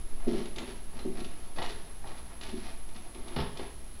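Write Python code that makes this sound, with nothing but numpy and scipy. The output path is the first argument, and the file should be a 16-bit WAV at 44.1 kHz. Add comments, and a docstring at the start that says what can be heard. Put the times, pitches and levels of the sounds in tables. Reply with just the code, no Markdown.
"""Kittens in and around a plastic litter tray, heard on one microphone in a small, hard-walled room.
Room hiss, a slow sway of air at the microphone and a thin electrical whine lie under it throughout.
From the start paws rustle through litter and bedding and their soft pads thump the tray; soon claws
and flicked pellets tick on the plastic. The tray rocks and knocks at about 1.6 s, faintly at 2 s,
and again around 3.4 s and 3.6 s, each knock ringing briefly in the room."""
import sys
import numpy as np
from scipy import signal
from scipy.fft import rfft, irfft
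from scipy.io import wavfile
from scipy.ndimage import uniform_filter1d

SR = 44100
rng = np.random.default_rng(int(sys.argv[2]) if len(sys.argv) > 2 else 0)


def bounce(signal):
    """Save signal as a 16-bit WAV file at the path given by the first command-line argument."""
    frames = np.transpose(np.atleast_2d(signal))
    limited = np.clip(frames, -1, 1)
    pcm = np.round(limited * 32767).astype(np.int16)
    wavfile.write(sys.argv[1], SR, pcm)


N = 176400


def undb(db):
    """Decibels to amplitude."""
    return 10 ** (np.asarray(db) / 20)


def unit(x):
    """Scale to rms 1."""
    return x / np.sqrt(np.mean(x ** 2))


def colour(x, spectrum):
    """Filter by (frequency [Hz], level [dB]) points; the causal response has unit energy."""
    hz, db = np.array(spectrum).T
    size = 2 * N
    bin_hz = np.maximum(np.arange(N + 1) * SR / size, 1e-3)
    gain = unit(undb(np.interp(np.log(bin_hz), np.log(hz), db)))
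    cepstrum = irfft(np.log(gain))
    cepstrum[1:N] *= 2  # minimum phase: nothing rings ahead of a blow
    cepstrum[N + 1:] = 0
    return irfft(rfft(x, size) * np.exp(rfft(cepstrum)))[:len(x)]


def noise(spectrum):
    """Steady coloured noise of rms 1."""
    return unit(colour(rng.standard_normal(2 * N), spectrum)[N:])


def fade(t, t60):
    """Fall by 60 dB in t60 seconds."""
    return np.exp(-np.log(1000) * t / t60)


def drift(rate_hz):
    """Smooth random drift of rms 1."""
    hold = int(SR / rate_hz)
    steps = np.repeat(rng.standard_normal(N // hold + 1), hold)
    return unit(uniform_filter1d(uniform_filter1d(steps, hold), hold)[:N])


def add(out, start, x):
    """Mix x in at a time in seconds."""
    i = max(int(start * SR), 0)
    out[i:i + len(x)] += x[:N - i]


def room_hiss():
    """The steady air of the room, strongest in the bass."""
    # room tone (frequency [Hz], level [dB])
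    spectrum = [(20, -1.5), (32, 5.5), (50, -4), (62, 0), (85, -12.5), (115, -16.5), (170, -15), (350, -21),
                (520, -26), (900, -27.5), (1500, -31), (3500, -33.5), (6000, -37), (9000, -40),
                (12500, -42), (16000, -46.5)]
    return undb(-46) * noise(spectrum)


def air_sway():
    """Air sways slowly at the microphone, mostly below hearing."""
    # colour of the moving air (frequency [Hz], level [dB])
    spectrum = [(1, -7.5), (3, -2), (5, 7), (7.5, 11.5), (11, -27.5), (16, -0.5), (22, -33), (35, -50.5),
                (70, -87), (300, -120)]
    # its rise and fall (time [s], level [dB])
    swell = [(0, -32), (.35, -24.5), (.85, -33), (1.25, -31.5), (1.7, -28.5), (2.2, -37.5), (2.6, -40),
             (3.2, -29.5), (4, -39.5)]
    t = np.arange(N) / SR
    level = undb(np.interp(t, *np.array(swell).T))
    fade_in = np.minimum(t / 0.01, 1)
    return level * fade_in * noise(spectrum)


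def electrical_whine(centre_hz=10690.4, spacing_hz=80.7, waver_db=1.5):
    """A high electrical tone with wavering sidebands and a narrow skirt of hiss."""
    # centre tone and sidebands (offset [spacings], level [dB])
    lines = [(-2, -78), (-1, -61), (0, -59.5), (1, -69), (2, -77), (3, -83), (5, -79), (6, -81), (7, -84),
             (8, -85), (9, -85)]
    t, tones = np.arange(N) / SR, np.zeros(N)
    for step, db in lines:
        peak = np.sqrt(2) * undb(db + waver_db * drift(rate_hz=60))
        hz = centre_hz + step * spacing_hz
        tones += peak * np.sin(2 * np.pi * (hz * t + rng.random()))
    white = rng.standard_normal(N) + 1j * rng.standard_normal(N)
    flutter = signal.sosfilt(signal.butter(4, 300, fs=SR, output="sos"), white)
    skirt = (flutter * np.exp(2j * np.pi * centre_hz * t)).real  # 300 Hz either side of the tone
    return tones + undb(-64) * unit(skirt)


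def grains(per_second=700, spread_db=2.5):
    """A dense stream of tiny slips, a few much larger than the rest."""
    size = undb(spread_db * np.minimum(rng.exponential(size=N), 4))
    slips = rng.random(N) < per_second / SR
    return unit(slips * size * np.sign(rng.standard_normal(N)))


def paw_rustle(attack_s=0.014, release_s=0.017):
    """Paws drag grit, rasp the tray's wall and scuff its floor; faint fidgeting goes on between."""
    # strokes through litter and bedding (time [s], length [s], grit [dB], rasp [dB], scuff [dB])
    strokes = [(0.163, .09, -65, -54, -62), (0.269, 0.15, -50.5, -53.5, -41.5),
               (0.561, 0.07, -59, -50, -43.5), (0.664, 0.046, -50.5, -49, -54),
               (0.932, 0.086, -56.5, -53.5, -48.5), (1.147, 0.061, -53.5, -51, -45),
               (1.278, 0.23, -65.5, -60.5, -58), (1.552, 0.037, -51.5, -49, -46.5),
               (1.633, 0.079, -47.5, -57, -47), (1.777, .08, -64, -73, -57),
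               (2.052, 0.066, -57, -50, -52.5), (2.158, 0.023, -54.5, -50, -56),
               (2.284, 0.053, -64, -53, -63), (2.417, 0.077, -49.5, -50.5, -57),
               (2.56, 0.1, -53.5, -59, -61), (2.642, 0.069, -52.5, -53, -66),
               (2.939, 0.029, -54.5, -53, -55.5), (3.047, 0.017, -81, -54, -54),
               (3.141, 0.089, -64, -59.5, -50.5), (3.256, 0.15, -57.5, -55, -49.5),
               (3.37, 0.069, -58, -49.5, -46), (3.555, 0.082, -54.5, -49, -58),
               (3.683, 0.02, -63, -59, -66)]
    # bright dragged litter (frequency [Hz], level [dB])
    grit = [(400, -34), (1000, -4), (1700, -0.5), (2400, -0.5), (3400, 0.5), (4500, -0.5), (5600, -6),
            (7500, -17.5), (11000, -13.5), (16000, -49)]
    # rasp on the wall (frequency [Hz], level [dB])
    rasp = [(300, -12.5), (520, -4.5), (630, 3), (740, -2), (880, 0), (1030, -6), (1170, -4), (1400, -11),
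            (1800, -10), (2600, -14.5), (10000, -57)]
    # dull scuff on the floor (frequency [Hz], level [dB])
    scuff = [(70, -16.5), (140, -7.5), (240, -2.5), (300, -7), (370, -2), (440, -6.5), (520, -15.5),
             (900, -21), (2200, -38.5), (10000, -68)]
    t, out = np.arange(N) / SR, np.zeros(N)
    start, length, *levels = np.array(strokes).T[:, :, None]
    press = np.clip((t - start) / attack_s, 0, 1)
    lift = np.exp(-np.maximum(t - start - length, 0) / release_s)
    swing_db = 1.5 * drift(rate_hz=30)
    for spectrum, stroke_db, fidget_db in zip((grit, rasp, scuff), levels, (-68, -63.5, -63)):
        stroke_power = np.sum((press * lift * undb(stroke_db)) ** 2, axis=0)
        fidget_power = undb(fidget_db + swing_db) ** 2
        out += colour(grains() * np.sqrt(stroke_power + fidget_power), spectrum)
    return out


def paw_thumps():
    """A soft pad pushes on the tray; a longer contact rings only the low modes."""
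    # paw falls (time [s], relative level [dB], contact [s])
    falls = [(0.114, -25.5, 0.0039), (.266, 0, 0.0019), (.278, 0, 0.002), (.335, -2, 0.0014),
             (0.375, -27, 0.0014), (0.677, -14.5, 0.0015), (1.047, -4, 0.0017), (1.062, -4.5, 0.0026),
             (1.205, -13, 0.0039), (1.585, -15.5, 0.00081), (2.476, -17.5, 0.0016), (2.528, -8, 0.0033),
             (2.567, -14.5, 0.0038), (2.952, -20.5, 0.0049), (3.603, -13.5, 0.0023)]
    # modes of the tray (frequency [Hz], level [dB], t60 [s])
    modes = [(142.6, -21.5, 0.19), (190, -9.5, 0.11), (233.2, -4.5, 0.1), (283, -6.5, 0.12),
             (304.4, -5, 0.07), (356.6, -4.5, 0.18), (377.6, -2, 0.12), (420, -3.5, 0.071),
             (551.5, -12.5, 0.13), (610, -11, 0.11), (727, -12.5, 0.077)]
    t, out = np.arange(SR) / SR, np.zeros(N)
    for start, db, contact_s in falls:
        detune, place = rng.standard_normal((2, len(modes)))  # each paw rings the modes differently
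        ring = np.zeros(SR)
        for k, (hz, mode_db, t60) in enumerate(modes):
            gain = (-1) ** k * undb(mode_db + 0.82 * place[k])
            pitch_hz = hz * (1 + 0.0039 * detune[k])
            ring += gain * np.sin(2 * np.pi * pitch_hz * t) * fade(t, t60)
        push = np.sin(np.pi * np.minimum(t / contact_s, 1)) ** 2
        thump = unit(signal.fftconvolve(ring, push)[:SR])
        add(out, start, thump * undb(db - 44.5))
    return out


def blows(hits, spectrum, t60, attack_s=0.0014):
    """Each hit (time [s], level [dB]) sets off a dense cluster of quickly damped vibrations."""
    t, out = np.arange(SR) / SR, np.zeros(N)
    envelope = np.minimum(t / attack_s, 1) * fade(t, t60)
    for start, db in hits:
        add(out, start, unit(rng.standard_normal(SR) * envelope) * undb(db))
    return colour(out, spectrum)


def claw_ticks():
    """Claws and flicked pellets tap the plastic."""
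    # taps (time [s], relative level [dB])
    taps = [(.456, -10), (.560, -7), (.583, 1), (.992, -12), (1.204, -9.5), (1.245, -8), (1.624, -2.5),
            (2.073, -15), (2.411, -7), (2.434, -9), (2.492, -12), (2.889, -16.5), (2.961, -15),
            (3.147, -15), (3.281, -11.5), (3.572, -7.5)]
    # tapped plastic (frequency [Hz], level [dB])
    spectrum = [(300, 4), (1200, -2), (1900, -2.5), (2600, 3.5), (3800, 5.5), (4800, -2), (5800, -6.5),
                (7500, -10), (8600, -16.5), (16000, -62)]
    return undb(-56) * blows(taps, spectrum, t60=0.04)


def tray_knocks():
    """The tray rocks: a boom of its floor, a hollow note of its walls and a crack at the rim."""
    # knocks, each part on its own relative scale (time [s], boom [dB], hollow [dB], crack [dB])
    knocks = [(1.571, -34, -12, -27), (1.584, -15.5, -0.5, -4), (1.618, -30, -1.5, -4),
              (1.638, -38, -9, -35), (2.041, -23, -12, -32), (3.362, -1.5, -3.5, 0.5),
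              (3.385, -2, -5, -3.5), (3.401, -13.5, -20, -1), (3.594, -8.5, -10, -10)]
    # boom of the floor (frequency [Hz], level [dB])
    floor = [(35, -39), (60, -5), (100, -7.5), (150, 0.5), (200, -2.5), (300, -19), (400, -4.5), (520, -22),
             (900, -57), (4000, -77)]
    # hollow note of the walls (frequency [Hz], level [dB])
    walls = [(200, -28), (420, -2.5), (620, 1), (900, 1.5), (1150, -13), (1450, -22.5), (1900, -8),
             (2600, -36), (6000, -52), (12000, -73)]
    # crack of the rim (frequency [Hz], level [dB])
    rim = [(300, -11.5), (1150, -1), (1450, -3), (2100, -7), (2700, -5), (3400, -4), (4500, -8.5),
           (5400, -12), (6400, -36), (11000, -23), (16000, -48)]
    start, boom_db, hollow_db, crack_db = np.array(knocks).T
    boom = blows(zip(start, boom_db - 44.5), floor, t60=0.11)
    hollow = blows(zip(start, hollow_db - 51.5), walls, t60=0.06)
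    crack = blows(zip(start, crack_db - 54.5), rim, t60=0.069)
    return boom + hollow + crack


def small_room(direct, tail_db=-2, build_s=0.0026, crossover_hz=1500):
    """The microphone hears direct sound, a diffuse tail and ringing notes of the room and the tray."""
    # ringing notes of the room and the plastic tray (frequency [Hz], gain [dB])
    notes = [(144, -7), (236, -7.5), (354, 0.5), (377, 6.5), (640, -7), (715, -12), (893, -9), (1152, 1),
             (2146, -20)]
    t = np.arange(SR) / SR
    wash = rng.standard_normal(SR)
    low = signal.sosfilt(signal.butter(2, crossover_hz, fs=SR, output="sos"), wash)
    high = signal.sosfilt(signal.butter(2, crossover_hz, "high", fs=SR, output="sos"), wash)
    tail = low * fade(t, t60=0.57) - high * fade(t, t60=0.53)  # the treble dies a little sooner
    tail *= np.minimum(t / build_s, 1)
    diffuse = undb(tail_db) * unit(tail) / np.sqrt(SR)
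    decay = fade(t, t60=0.58)
    tones = sum(undb(db) * np.cos(2 * np.pi * hz * t) for hz, db in notes)
    ringing = tones * 2 * decay / decay.sum()
    lingering = signal.fftconvolve(direct, diffuse + ringing)[:N]
    return (direct + lingering) / np.hypot(1, undb(tail_db))


def scene():
    """The kittens' noises ring in the room; hiss, sway and whine join them at the one microphone."""
    kittens = paw_thumps() + tray_knocks() + claw_ticks() + paw_rustle()
    return (small_room(kittens) + room_hiss() + air_sway() + electrical_whine())[None]


def record(dry, top_hz=15750):
    """The recorder cuts the highest treble steeply."""
    return signal.sosfilt(signal.ellip(10, .2, 70, top_hz, fs=SR, output="sos"), dry)


dry = scene()
out = record(dry)
bounce(out)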